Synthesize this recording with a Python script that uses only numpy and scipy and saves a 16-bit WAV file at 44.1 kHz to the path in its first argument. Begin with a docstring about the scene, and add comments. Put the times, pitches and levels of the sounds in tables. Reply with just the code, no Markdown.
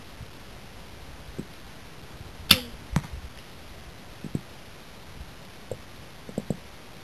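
"""An archer shoots one arrow in a snowy forest clearing: the bow slaps, rings and hums, the arrow thuds home.
Bow, knocking gear and target are damped sine waves; scrapes, buzz and air are coloured noise.
Wind buffets a small camera, as lumpy low noise and single pushes; trees, a shed and a slope send echoes.
The camera keeps 8000 samples a second in 8 bits, which makes a steady grainy hiss and mirrors the treble."""
import sys
import numpy as np
from scipy import signal
from scipy.fft import rfft, irfft
from scipy.io import wavfile

SR = 44100
rng = np.random.default_rng(int(sys.argv[2]) if len(sys.argv) > 2 else 0)


def transcribe(u):
    """Save the signal u as a 16-bit wav file named by the first command-line argument.

    u: samples, shape (n,) or (channels, n), limited to [-1, 1]; the rate is SR.
    q: integer samples, one column per channel.
    """
    v = np.clip(np.atleast_2d(u).T, -1, 1)
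    q = np.round(v * 32767).astype(np.int16)
    wavfile.write(sys.argv[1], SR, q)


N = 310002  # length in samples


def amp(db):
    """Decibels to amplitude factor."""
    return 10 ** (np.asarray(db) / 20)


def read(points, hz):
    """Read a curve of (frequency, value) points along a logarithmic frequency axis."""
    f, value = np.transpose(points)
    return np.interp(np.log(hz + 1), np.log(f + 1), value)


def add(mix, s, sound):
    """Lay a sound into the mix at s seconds, cut off at the end."""
    part = mix[round(s * SR):][:len(sound)]
    part += sound[:len(part)]


def lowpass(x, order, hz):
    """Butterworth treble cut."""
    return signal.sosfilt(signal.butter(order, hz, fs=SR, output="sos"), x)


def noise(colour):
    """Noise of rms 1 with the given spectrum, falling away towards 6 kHz."""
    level_db = read(colour + [(6000, -86)], np.fft.rfftfreq(N, 1 / SR))
    x = irfft(rfft(rng.standard_normal(N)) * amp(level_db), N)
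    return x / x.std()


def blows(rows, glide_share=.6, rise_share=.3):
    """Damped waves with a soft start; the pitch slides from the first value towards the last."""
    out = np.zeros(N)
    for s, db, first_hz, last_hz, ring_ms in rows:
        u = np.arange(round(SR * ring_ms / 125)) / SR * 1000 / ring_ms  # time in ring lengths, up to 8
        hz = last_hz + (first_hz - last_hz) * np.exp(-u / glide_share)
        shape = (1 - np.exp(-u / rise_share)) * np.exp(-u)
        wave = np.sin(2 * np.pi * np.cumsum(hz) / SR)
        add(out, s, amp(db) * shape / shape.max() * wave)
    return out


def ticks(rows, rise_share=.22):
    """Short blows of steady pitch."""
    return blows([(s, db, hz, hz, ms) for s, db, hz, ms in rows], rise_share=rise_share)


# spectrum of the background air: (frequency [Hz], relative level [dB per Hz])
AIR_COLOUR = [(20, -5.5), (60, -0.5), (150, 0), (300, -6), (600, -8.5), (1200, -13.5), (2500, -15.5),
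              (4000, -16)]
AIR_DB = -47  # rms


def air():
    """Steady coloured noise under everything."""
    return amp(AIR_DB) * noise(AIR_COLOUR)


# wind strength around which the lumps swing: (time [s], rms level [dB])
WIND_LEVEL = [(0.0, -52), (0.51, -53), (0.84, -50), (1.66, -55), (1.9, -55), (2.11, -53), (2.27, -46),
              (2.35, -46), (2.64, -48), (2.84, -49), (3.13, -45), (3.35, -52), (3.85, -53), (4.66, -60),
              (5.17, -52), (5.5, -56), (5.91, -55), (6.03, -57), (6.28, -56), (6.48, -53), (6.77, -59),
              (7.03, -59)]
# spectrum of the wind pressure: (frequency [Hz], relative level [dB per Hz])
WIND_SPECTRUM = [(15, -11.5), (35, -2), (60, -0.5), (100, -6), (200, -18), (400, -40)]
# single gusts pushing on the microphone: (time [s], envelope peak [dB], first pitch [Hz])
GUSTS = [(.205, -33, 100), (.223, -31.5, 125), (1.282, -35, 70), (2.205, -31, 108), (2.395, -33.5, 68),
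         (2.927, -24.5, 68), (3.13, -26.5, 72), (3.17, -30.5, 72), (3.24, -31, 68), (3.866, -35.5, 66),
         (5.203, -31, 74)]
BUFFET_SAG, BUFFET_TURNS = .8, 1.05  # share the pitch sinks towards; ring length in cycles of the first pitch


def wind():
    """Lumpy low pressure noise on the microphone follows the gusts; single pushes ring for about a cycle."""
    s, db = np.transpose(WIND_LEVEL)
    strength_db = np.interp(np.arange(N) / SR, s, db)
    lumps = noise([(1, -1), (12, 5.5), (30, -16), (60, -60)])
    pushes = blows([(at, peak, hz, BUFFET_SAG * hz, 1000 * BUFFET_TURNS / hz) for at, peak, hz in GUSTS])
    return amp(strength_db + 2.5 * lumps) * noise(WIND_SPECTRUM) + pushes


# knocks of gear, a quick high ring over an opposed low one, levels before the treble cut; # the row at 4.2620 s
# is a strong return of the 4.2430 s knock from the shed wall: # (time [s], high level [dB], high pitch [Hz],
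# high ring [ms], low level [dB], low pitch [Hz])
GEAR_KNOCKS = [(1.3849, -27.5, 380, 3, -32.5, 152), (1.3926, -28, 293, 2.4, -23.5, 192),
               (4.2430, -28.5, 260, 1.9, -27, 170), (4.2620, -31.5, 260, 1.9, -30, 160),
               (4.3500, -17, 250, 2, -18, 130), (5.714, -19.5, 505, 3, -30, 90),
               (5.7235, -40, 500, 3, -28, 110), (6.2901, -30, 477, 2.4, -30, 210),
               (6.3783, -17.5, 493, 1.8, -18, 201), (6.5040, -16.5, 480, 1.5, -15.5, 176)]
LOW_LAG_S, LOW_RING_MS, KNOCK_HZ = .00064, 4.2, 846  # delay and ring of the low part; treble limit of both


def knocks():
    """Each blow starts two rings in opposite directions, the low one late; soft contact keeps them dull."""
    high = ticks([row[:4] for row in GEAR_KNOCKS], rise_share=.45)
    low = ticks([(s + LOW_LAG_S, db, hz, LOW_RING_MS) for s, *_, db, hz in GEAR_KNOCKS], rise_share=.45)
    return lowpass(high - low, 4, KNOCK_HZ)


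# how long the forest rings: (frequency [Hz], time to fall 60 dB [s])
FOREST_DECAY = [(100, 0.24), (300, 0.13), (1000, .25), (2500, .4), (4000, 0.36)]


def trees(x, gap_s):
    """Scattered echoes from trunks and sheds: a noise tail after a gap, each band dying at its own speed."""
    hz, t, z = signal.stft(rng.standard_normal(SR // 2), SR, nperseg=256)
    fading = z * amp(-60 * t / read(FOREST_DECAY, hz)[:, None])
    tail = signal.istft(fading, SR, nperseg=256)[1]
    tail = np.append(np.zeros(round(gap_s * SR)), tail / np.linalg.norm(tail))
    return signal.fftconvolve(x, tail)[:N]


SHED_S, SHED_DB, SHED_HZ = .019, -13.5, 900  # delay, level, treble limit


def shed(x):
    """One dull copy comes back from the shed wall."""
    dull = lowpass(x, 1, SHED_HZ)
    return amp(SHED_DB) * np.append(np.zeros(round(SHED_S * SR)), dull)[:N]


# scrapes and faint clicks without a pitch: (time [s], starting level [dB], decay time [ms])
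SCRAPE_BURSTS = [(1.538, -39, 2.5), (2.4936, -34, 2.6), (2.4967, -21, 1.2), (2.4993, -23, 1),
                 (2.5108, -11, 1.9), (3.3745, -33, 1.25), (3.388, -37, 1.7)]
# spectrum of the scrapes: (frequency [Hz], relative level [dB per Hz])
SCRAPE_SPECTRUM = [(300, -18), (1000, -6), (2000, -3.5), (3500, 3.5)]


def scrapes():
    """Bursts of bright noise that die quickly."""
    level = np.zeros(N)
    for s, db, decay_ms in SCRAPE_BURSTS:
        add(level, s, amp(db) * np.exp(-np.arange(SR // 20) / SR * 1000 / decay_ms))
    return level * noise(SCRAPE_SPECTRUM)


# loudest slaps of string and arrow on the bow: (time [s], envelope peak [dB], pitch [Hz], ring [ms])
BOW_SLAPS = [(2.5068, -11, 2730, 4), (2.5085, -8, 3050, 1.5), (2.5106, .5, 3545, 2.6),
             (2.5116, -7.5, 1600, 1)]


def slaps():
    """String and arrow strike the bow: very short damped waves."""
    return ticks(BOW_SLAPS)


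# sinking rings of the limbs: (envelope peak before the blow level [dB], first pitch [Hz], last pitch [Hz], ring [ms])
LIMB_RINGS = [(-13, 195, 190, 5), (-24, 106, 98, 12)]
# the limbs thump once, and a weaker copy comes back from the shed 20 ms later: (time [s], blow level [dB])
LIMB_THUMPS = [(2.5100, 0), (2.5300, -5)]


def limb_thumps():
    """Each thump of the limbs gives dull rings whose pitch sinks."""
    return -blows([(s, blow_db + db, *ring) for s, blow_db in LIMB_THUMPS for db, *ring in LIMB_RINGS])


# modes of bow limbs and riser: (pitch [Hz], level before the soft start [dB], time to fall 60 dB [s])
BOW_MODES = [(1184, -41, .18), (1325, -23.5, 0.12), (2040, -30.5, 0.14), (2264, -28, .12),
             (2420, -19, 0.058), (2694, -25, 0.22), (2820, -30, .12), (2925, -19, 0.11),
             (3140, -28.5, 0.064), (3344, -29, 0.065), (3590, -29, 0.11)]
TAP_TURNS, TAP_HZ, TAP_DB_PER_OCTAVE = 2.8, 3000, 10  # ring in cycles; small taps favour modes above TAP_HZ


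def taps(s, db):
    """Each tap catches one mode of the bow by chance, held short by the contact."""
    pick, size = rng.random((len(s), 2)).T
    hz = np.array(BOW_MODES)[(pick * len(BOW_MODES)).astype(int), 0]
    level_db = db + 6 * (size - .5) + TAP_DB_PER_OCTAVE * np.log2(hz / TAP_HZ)
    return ticks(np.transpose([s, level_db, hz, 1000 * TAP_TURNS / hz]))


CHATTER_S, CHATTER_DB, CHATTER_SPREAD_S, CHATTER_FADE_DB_PER_S = 2.511, -9, .004, 800


def chatter():
    """Ten loose taps follow the blow, weaker the later they come."""
    late = rng.exponential(CHATTER_SPREAD_S, size=10)
    return taps(CHATTER_S + late, CHATTER_DB - CHATTER_FADE_DB_PER_S * late)


STRING_HOME_S = 2.5115  # the string slams home and strikes the limbs
RATTLE_DB, RATTLE_S = -22, .028  # buzz: level before the soft start, decay time
# spectrum of the buzz: (frequency [Hz], relative level [dB per Hz])
RATTLE_SPECTRUM = [(200, -18), (400, -8), (800, -14), (1500, -10), (2700, 0), (4000, 0)]


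def bow_ring():
    """After the blow the modes of the bow ring on and the whole bow buzzes."""
    t = np.arange(SR // 2) / SR
    modes = sum(amp(db - 60 * t / t60) * np.sin(2 * np.pi * hz * t) for hz, db, t60 in BOW_MODES)
    buzz = amp(RATTLE_DB) * np.exp(-t / RATTLE_S) * noise(RATTLE_SPECTRUM)[:len(t)]
    out = np.zeros(N)
    add(out, STRING_HOME_S, (modes + buzz) * (1 - np.exp(-t / .003)))
    return out


# fundamental, then the overtone in its upright and sideways planes:
# (level before rise and flutter [dB], time to fall 60 dB [s])
STRING_HUM = [(-31.5, .75), (-28.5, .4), (-37.5, .65)]
TAUT_HZ, SLACK_HZ, SLACKEN_S = 273, 217, .155  # the pitch sinks as the string slackens
HUM_RISE_S, BEAT_HZ, BEAT_NULL_S = .01, 11.5, .107  # the two planes oppose each other at BEAT_NULL_S


def string():
    """Two partials flutter on one falling pitch; the overtone beats between two planes."""
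    t = np.arange(SR // 2) / SR
    hz = SLACK_HZ + (TAUT_HZ - SLACK_HZ) * np.exp(-t / SLACKEN_S)
    turn = 2 * np.pi * np.cumsum(hz) / SR
    beat = 2 * np.pi * BEAT_HZ * (t - BEAT_NULL_S)
    first, upright, sideways = (amp(db - 60 * t / t60) for db, t60 in STRING_HUM)
    flutter = [noise([(1, 2.5), (30, 0), (80, -36), (200, -70)])[:len(t)] for _ in range(2)]
    fundamental = amp(2.5 * flutter[0]) * first * np.sin(turn)
    overtone = upright * np.sin(2 * turn) - sideways * np.sin(2 * turn - beat)
    hum = fundamental + amp(1.3 * flutter[1]) * overtone
    out = np.zeros(N)
    add(out, STRING_HOME_S, (1 - np.exp(-t / HUM_RISE_S)) * hum)
    return out


BOUNCE_S, BOUNCE_EVERY_S, BOUNCE_SCATTER_S, BOUNCE_DB, BOUNCE_FADE_DB = 2.5222, .008, .004, -15, 3.3


def bounces():
    """The string bounces on: four weakening clusters of five scattered taps."""
    bounce = np.repeat(np.arange(4), 5)
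    s = BOUNCE_S + BOUNCE_EVERY_S * bounce + BOUNCE_SCATTER_S * rng.random(len(bounce))
    return taps(s, BOUNCE_DB - BOUNCE_FADE_DB * bounce)


# the shaft whirs away: (time [s], envelope peak [dB], first pitch [Hz], last pitch [Hz], ring [ms])
ARROW_WHIR = [(2.575, -43, 880, 780, 14)]


def arrow():
    """A soft swell of sinking pitch as the shaft flies off."""
    return blows(ARROW_WHIR, glide_share=1.5, rise_share=1.5)


HIT_S = 2.9617  # the arrow tip lands
# crack of the target face: (pitch [Hz], envelope peak before the blow level [dB])
FACE_MODES = [(480, -28), (880, -17), (1850, -13), (2600, -24), (3500, -17.5)]
FACE_LAG_TURNS, FACE_RING_TURNS = .8, .9  # each mode starts late and decays within about a cycle


def face(s, blow_db):
    """One jar of the target face."""
    return -ticks([(s + FACE_LAG_TURNS / hz, blow_db + db, hz, 1000 * FACE_RING_TURNS / hz)
                   for hz, db in FACE_MODES])


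# dull rings of the target body: (envelope peak [dB], first pitch [Hz], last pitch [Hz], ring [ms])
BODY_RINGS = [(-12, 185, 140, 9.5), (-24, 115, 110, 12)]
THUD_LAG_S = .0021  # the body answers late


def target_thud():
    """The body of the target gives low rings whose pitch sinks."""
    return blows([(HIT_S + THUD_LAG_S, *ring) for ring in BODY_RINGS], rise_share=.1)


SHUDDER_S, SHUDDER_EVERY_S, SHUDDER_DB, SHUDDER_FADE_DB = .0145, .012, -15.5, 3


def shudder():
    """The stuck shaft whips and jars the face three more times, each weaker."""
    return sum(face(HIT_S + SHUDDER_S + k * SHUDDER_EVERY_S, SHUDDER_DB - k * SHUDDER_FADE_DB)
               for k in range(3))


SLOPE_S, SLOPE_DB = .082, -19.5  # delay, level


def slope(x):
    """One echo comes back from the far slope."""
    return amp(SLOPE_DB) * np.roll(x, round(SLOPE_S * SR))


def scene():
    """Gear, shot and hit with their echoes, over wind and air."""
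    gear = knocks()
    dull_gear = lowpass(gear, 2, 220)  # mostly the low ring carries to the trees
    gear_echo = amp(-9) * trees(dull_gear, .011) + shed(gear)

    scratch, thumps = scrapes(), limb_thumps()
    rings = slaps() + chatter() + bow_ring() + bounces()
    near_echo = trees(amp(-22) * rings + amp(-7) * scratch + amp(-9) * thumps, .008)
    far_echo = amp(-10) * trees(scratch, .055)
    shot = rings + scratch + thumps + string() + arrow() + near_echo + far_echo

    crack, thud = face(HIT_S, 0), target_thud()
    hit_echo = trees(amp(-12) * crack + amp(-13) * thud, .004) + amp(-13) * trees(crack, .072)
    hit = crack + thud + shudder() + slope(crack + thud) + hit_echo
    return (shot + hit + gear + gear_echo + wind() + air())[None]


RATE, STEPS = 8000, 128  # samples per second; 8-bit levels on each side of zero
INPUT_HZ, EDGE_HZ = 4100, 12850  # treble limits before and after sampling


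def record(dry):
    """Input filter, 8-bit samples that overload, are rounded down and held in steps; then the band limit."""
    smooth = signal.oaconvolve(dry[0], signal.firwin(255, INPUT_HZ, fs=SR), "same")
    samples = np.interp(np.arange(N * RATE // SR + 1) / RATE, np.arange(N) / SR, smooth)
    levels = np.clip(np.floor(samples * STEPS), -STEPS, STEPS - 1) / STEPS
    held = levels[np.arange(N) * RATE // SR]  # the steps mirror the spectrum around 4, 8 and 12 kHz
    band_limit = signal.firwin(511, EDGE_HZ, window=("kaiser", 9), fs=SR)
    return signal.oaconvolve(held, band_limit, "same")[None]


dry = scene()
out = record(dry)
transcribe(out)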